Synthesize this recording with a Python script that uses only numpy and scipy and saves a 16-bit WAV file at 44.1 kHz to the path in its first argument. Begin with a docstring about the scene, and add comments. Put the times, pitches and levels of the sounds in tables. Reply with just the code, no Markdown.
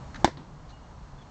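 """A hollow plastic bat cracks a ball off a batting tee in a front yard: decaying tones plus a snap of noise.
Shaped noise makes the swish of the bat, the scuffs of shoes, the yard's reflections and the houses' faint echo.
The tee is knocked just after the crack, as a set of dull ringing tones with a light rattle of noise.
Small birds chirp and whistle as gliding and held tones, over a distant traffic rumble and a faint whine.
The crack overloads the microphone and pushes its gain down; the gain then creeps back up."""
import sys
import numpy as np
from scipy import signal
from scipy.fft import rfft, irfft
from scipy.io import wavfile

SR = 44100
rng = np.random.default_rng(int(sys.argv[2]) if len(sys.argv) > 2 else 0)


def log_audio(samples):
    """Write samples as a 16-bit WAV file to the path given in sys.argv[1]."""
    # one column per channel
    frames = np.atleast_2d(samples).T
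    # limit to full scale, then quantise
    limited = np.clip(frames, -1, 1)
    pcm = np.round(limited * 32767).astype(np.int16)
    wavfile.write(sys.argv[1], SR, pcm)


N = 57330
TIME = np.arange(N) / SR   # seconds
HIT_S = 0.2451   # the bat meets the ball
CUTOFF_HZ = 16500   # top of the snap and of the final sound


def from_db(db):
    """Turn decibels into a gain."""
    return 10 ** (np.asarray(db) / 20)


def rms_one(x):
    """Scale a sound to unit power."""
    return x / np.sqrt(np.mean(x ** 2) + 1e-20)


def cut(x, hz, kind, order):
    """Keep only what lies above ("high") or below ("low") a pitch, with a Butterworth filter."""
    return signal.sosfilt(signal.butter(order, hz, kind, fs=SR, output="sos"), x)


def noise(spectrum):
    """Make noise of unit power whose strength at each pitch follows a table."""
    table_hz, table_db = np.transpose(spectrum)
    bins_hz = np.maximum(np.arange(N // 2 + 1) * SR / N, 1)
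    gain = from_db(np.interp(np.log(bins_hz), np.log(table_hz), table_db))
    gain = gain / (1 + (.5 * table_hz[0] / bins_hz) ** 2)   # fade out below the table
    return rms_one(irfft(rfft(rng.standard_normal(N)) * gain, N))


def burst(start, rise, t60):
    """Loudness shape: a straight rise, then a decay that loses 60 dB in t60 seconds."""
    age = TIME - start
    attack = np.clip(age / max(rise, 1 / SR), 0, 1)
    return attack * np.exp(-np.log(1000) * np.maximum(age - rise, 0) / t60)


def strike(start, modes):
    """One blow sets every natural tone (mode) of a body ringing, and each dies away at its own rate."""
    age = np.maximum(TIME - start, 0)
    ring = 0
    for hz, db, t60 in modes:
        ring = ring + from_db(db) * np.sin(2 * np.pi * hz * age) * np.exp(-np.log(1000) * age / t60)
    return -ring   # the first push is negative


# Distant traffic and air, as a noise colour: (pitch [Hz], relative level per Hz [dB])
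AIR_COLOUR = [(15, -43), (25, -0.5), (66, -2), (109, -9), (146, -6), (172, -12.5), (242, -16), (273, -15.5),
              (356, -22.5), (957, -18), (2510, -37.5), (2770, -36.5), (3700, -38.5), (4170, -38.5),
              (4480, -39.5), (6760, -40), (8000, -46.5), (10400, -65), (17600, -120)]
AIR_DB = -43
# The wavering hum of a far engine: (time [s], level [dB])
HUM_LEVELS = [(0, -43), (.08, -52.5), (.4, -43), (.68, -48.5), (.9, -55.5), (1.2, -52), (1.3, -60)]
HUM_HZ, HUM_WIDTH_HZ = 142.5, 11


def street():
    """Steady noise for distant traffic; noise through a narrow resonance for the hum of one engine."""
    radius = np.exp(-np.pi * HUM_WIDTH_HZ / SR)
    resonance = [1, -2 * radius * np.cos(2 * np.pi * HUM_HZ / SR), radius * radius]
    hum = signal.lfilter([1, 0, -1], resonance, rng.standard_normal(2 * N))[N:]   # drop the build-up
    hum_db = np.interp(TIME, *np.transpose(HUM_LEVELS))
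    return from_db(AIR_DB) * noise(AIR_COLOUR) + from_db(hum_db) * rms_one(hum)


WHINE_HZ, WHINE_DB = 4300, -73.5


def whine():
    """A faint, steady high tone: one pure sine wave."""
    return from_db(WHINE_DB) * np.sqrt(2) * np.sin(2 * np.pi * WHINE_HZ * TIME)   # sqrt(2): level is rms


# The bat swishing through the air, as a noise colour: (pitch [Hz], relative level per Hz [dB])
SWING_COLOUR = [(40, 4), (110, 2.5), (240, 3.5), (450, -13.5), (900, -18), (1800, -19), (3000, -29),
                (6000, -29), (8500, -37)]
SWING_PEAK_S, SWING_WIDTH_S, SWING_DB = 0.21, .04, -44


def swing():
    """A soft whoosh of air noise that swells and fades around the fastest part of the swing."""
    swell = np.exp(-.5 * ((TIME - SWING_PEAK_S) / SWING_WIDTH_S) ** 2)
    return from_db(SWING_DB) * noise(SWING_COLOUR) * swell


# Noise colour of soles on the lawn: (pitch [Hz], relative level per Hz [dB])
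SCUFF_COLOUR = [(300, -1), (800, -11), (1400, 10.5), (2200, -0.5), (3000, -9), (4200, 0), (5200, -11.5),
                (6200, -6), (8500, -29)]
# Each scuff: (time [s], rise [s], 60 dB decay [s], level [dB], low edge [Hz])
SHOE_SCUFFS = [(0.1439, .001, 0.054, -41, 500), (.152, 0.0099, 0.046, -41, 800),
               (.68, .024, 0.13, -52.5, 2860), (1.217, 0.0097, 0.041, -56, 2000)]


def shoes():
    """Soles rub on dry grass in short swishes of noise; a higher low edge sounds thinner."""
    total = 0
    for start, rise, t60, db, low_hz in SHOE_SCUFFS:
        rub = rms_one(cut(noise(SCUFF_COLOUR), low_hz, "high", order=2))
        total = total + from_db(db) * rub * burst(start, rise, t60)
    return total


# Ringing tones of bat and ball: (pitch [Hz], relative level [dB], 60 dB decay [s])
BAT_TONES = [(267, -11, 0.032), (338, -10.5, 0.05), (817, 2, 0.016), (900, -43, 0.11), (1544, -15.5, 0.034),
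             (1734, -12.5, 0.016), (2147, -17.5, 0.019), (3040, -22.5, 0.021), (3533, -12, 0.013),
             (3960, -23.5, .028), (5530, -19.5, 0.0084), (6330, -57, .018), (6620, -22.5, .018),
             (7600, -35, .012)]
SNAP_DB, SNAP_T60_S, SNAP_LOW_HZ = -14.5, 0.011, 1500


def bat():
    """Contact makes a hard snap of noise and sets the hollow barrel and the ball ringing briefly."""
    band = signal.butter(2, [SNAP_LOW_HZ, CUTOFF_HZ], "band", fs=SR, output="sos")
    hiss = rms_one(signal.sosfilt(band, rng.standard_normal(N)))
    snap = from_db(SNAP_DB) * hiss * burst(HIT_S, 0, SNAP_T60_S)
    return strike(HIT_S, BAT_TONES) + snap


# The crack scattered by ground, bins and walls, as a noise colour: (pitch [Hz], relative level per Hz [dB])
SCATTER_COLOUR = [(60, 0), (150, -7), (240, 0.5), (330, 6), (450, -5), (700, -12), (980, 2.5),
                  (1280, -11.5), (1650, -4.5), (2100, -8), (2650, -20.5), (3500, -13), (4500, -13.5),
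                  (6500, -21.5), (8500, -31.5)]
SCATTER_DB, SCATTER_DELAY_S, SCATTER_RISE_S, SCATTER_T60_S = -16, 0.0027, 0.0013, .06
YARD_DB, YARD_T60_S = -27, 0.22   # weaker, longer reflections
# Bounces off nearby things: (delay after the hit [s], level [dB])
NEAR_BOUNCES = [(.0078, -24), (0.0127, -24)]
BOUNCE_T60_S = 0.0076


def yard():
    """Near things scatter the crack at once, some in distinct bounces; farther ones add a faint tail."""
    start = HIT_S + SCATTER_DELAY_S
    near = from_db(SCATTER_DB) * burst(start, SCATTER_RISE_S, SCATTER_T60_S)
    far = from_db(YARD_DB) * burst(start, SCATTER_RISE_S, YARD_T60_S)
    bounces = sum(from_db(db) * burst(HIT_S + delay, 0, BOUNCE_T60_S) for delay, db in NEAR_BOUNCES)
    return noise(SCATTER_COLOUR) * (np.hypot(near, far) + bounces)   # near and far add as powers


# Dull knocks of the tee: (time [s], level [dB])
KNOCKS = [(0.2742, -37), (0.277, -20), (0.2843, -24.5)]
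# Ringing tones of the tee: (pitch [Hz], level relative to the knock [dB], 60 dB decay [s])
TEE_TONES = [(110, -9, 0.065), (326, -3, 0.023), (497, -0.5, 0.039), (614, -1, 0.041), (1820, -11, 0.013),
             (2320, -19, 0.022)]
RATTLE_S, RATTLE_DB, RATTLE_T60_S = .274, -31, 0.085


def tee():
    """The tee knocks on its base, ringing dully each time, with a light rattle of noise."""
    rattle_shape = burst(RATTLE_S, SCATTER_RISE_S, RATTLE_T60_S)
    rattle = from_db(RATTLE_DB) * noise(SCATTER_COLOUR) * rattle_shape
    knocks = sum(from_db(db) * strike(start, TEE_TONES) for start, db in KNOCKS)
    return rattle + knocks


ECHO_S = .3715
# Noise colour of the smeared crack: (pitch [Hz], relative level per Hz [dB])
SMEAR_COLOUR = [(300, 4), (900, 0), (1700, 0.5), (2500, -22), (3400, -5.5), (4400, -3.5), (5200, -18),
                (8000, -31)]
SMEAR_DB, SMEAR_T60_S = -38.5, 0.048
# Noise colour of the soft boom: (pitch [Hz], relative level per Hz [dB])
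BOOM_COLOUR = [(100, -23), (180, 4), (330, 2), (600, -15.5), (900, -5.5), (2000, -23), (4200, -23.5),
               (8000, -55)]
BOOM_DB, BOOM_T60_S = -38, .35


def house_echo():
    """The houses send the crack back as a short smear of noise, with a soft boom that lasts longer."""
    smear = from_db(SMEAR_DB) * noise(SMEAR_COLOUR) * burst(ECHO_S, 0, SMEAR_T60_S)
    boom = from_db(BOOM_DB) * noise(BOOM_COLOUR) * burst(ECHO_S, SCATTER_RISE_S, BOOM_T60_S)
    return smear + boom


# Chirps, each an arch in pitch: (time [s], length [s], middle pitch [Hz], level [dB],
# sag at both ends [Hz], fall from start to end [Hz])
BIRD_CHIRPS = [(0.698, 0.015, 4130, -54, 60.4, 0), (1.179, 0.023, 3500, -56.5, 248, -1),
               (1.204, 0.028, 3410, -53.5, 328, 329)]
# A thin whistle on one pitch: (time [s], 60 dB decay [s], level [dB])
BIRD_WHISTLES = [(0.718, 0.34, -54), (.82, 0.38, -66)]
WHISTLE_HZ, WHISTLE_RISE_S = 2870, 0.012


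def birds():
    """Birds sing nearly pure tones: quick chirps arched in pitch, and a whistle held on one pitch."""
    whistle_level = sum(from_db(db) * burst(start, WHISTLE_RISE_S, t60) for start, t60, db in BIRD_WHISTLES)
    song = np.sin(2 * np.pi * WHISTLE_HZ * TIME) * whistle_level
    for start, length, middle_hz, db, sag_hz, fall_hz in BIRD_CHIRPS:
        along = np.clip((TIME - start) / length, 0, 1)   # 0 to 1 through the chirp
        hz = middle_hz - sag_hz * (2 * along - 1) ** 2 - fall_hz * (along - .5)
        tone = np.sin(2 * np.pi * np.cumsum(hz) / SR)
        song = song + from_db(db) * np.sin(np.pi * along) * tone
    return song


RADIATE_LOW_HZ = 90   # small bodies radiate little below this


def scene():
    """Add everything up at one microphone."""
    crack = cut(bat() + tee(), RADIATE_LOW_HZ, "high", order=1)
    background = street() + whine()
    return (background + swing() + shoes() + crack + yard() + house_echo() + birds())[None]


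def flatten(x, top):
    """Overload: squash peaks smoothly against a ceiling."""
    return x / (1 + (x / top) ** 8) ** (1 / 8)


GAIN_THRESHOLD_DB, GAIN_ATTACK_S, GAIN_RELEASE_DB_PER_S = -2.5, 0.0022, 1.5
OVERLOAD, CEILING = 0.71, 0.87   # input and output limits, as amplitudes
BANDWIDTH_HZ = 8130


def record(dry):
    """Gain control ducks on the crack and recovers slowly; input and output each overload, then lose treble."""
    over_db = np.maximum(20 * np.log10(np.abs(dry) + 1e-9) - GAIN_THRESHOLD_DB, 0)
    # hold the largest excess so far, letting it shrink at the release rate
    recovery_db = GAIN_RELEASE_DB_PER_S * TIME
    held_db = np.maximum.accumulate(over_db + recovery_db, axis=-1) - recovery_db
    # the gain takes a moment to react
    keep = np.exp(-1 / (GAIN_ATTACK_S * SR))
    ducked = dry * from_db(-signal.lfilter([1 - keep], [1, -keep], held_db))
    narrow = cut(flatten(ducked, OVERLOAD), BANDWIDTH_HZ, "low", order=24)
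    return cut(flatten(narrow, CEILING), CUTOFF_HZ, "low", order=16)


dry = scene()
out = record(dry)
log_audio(out)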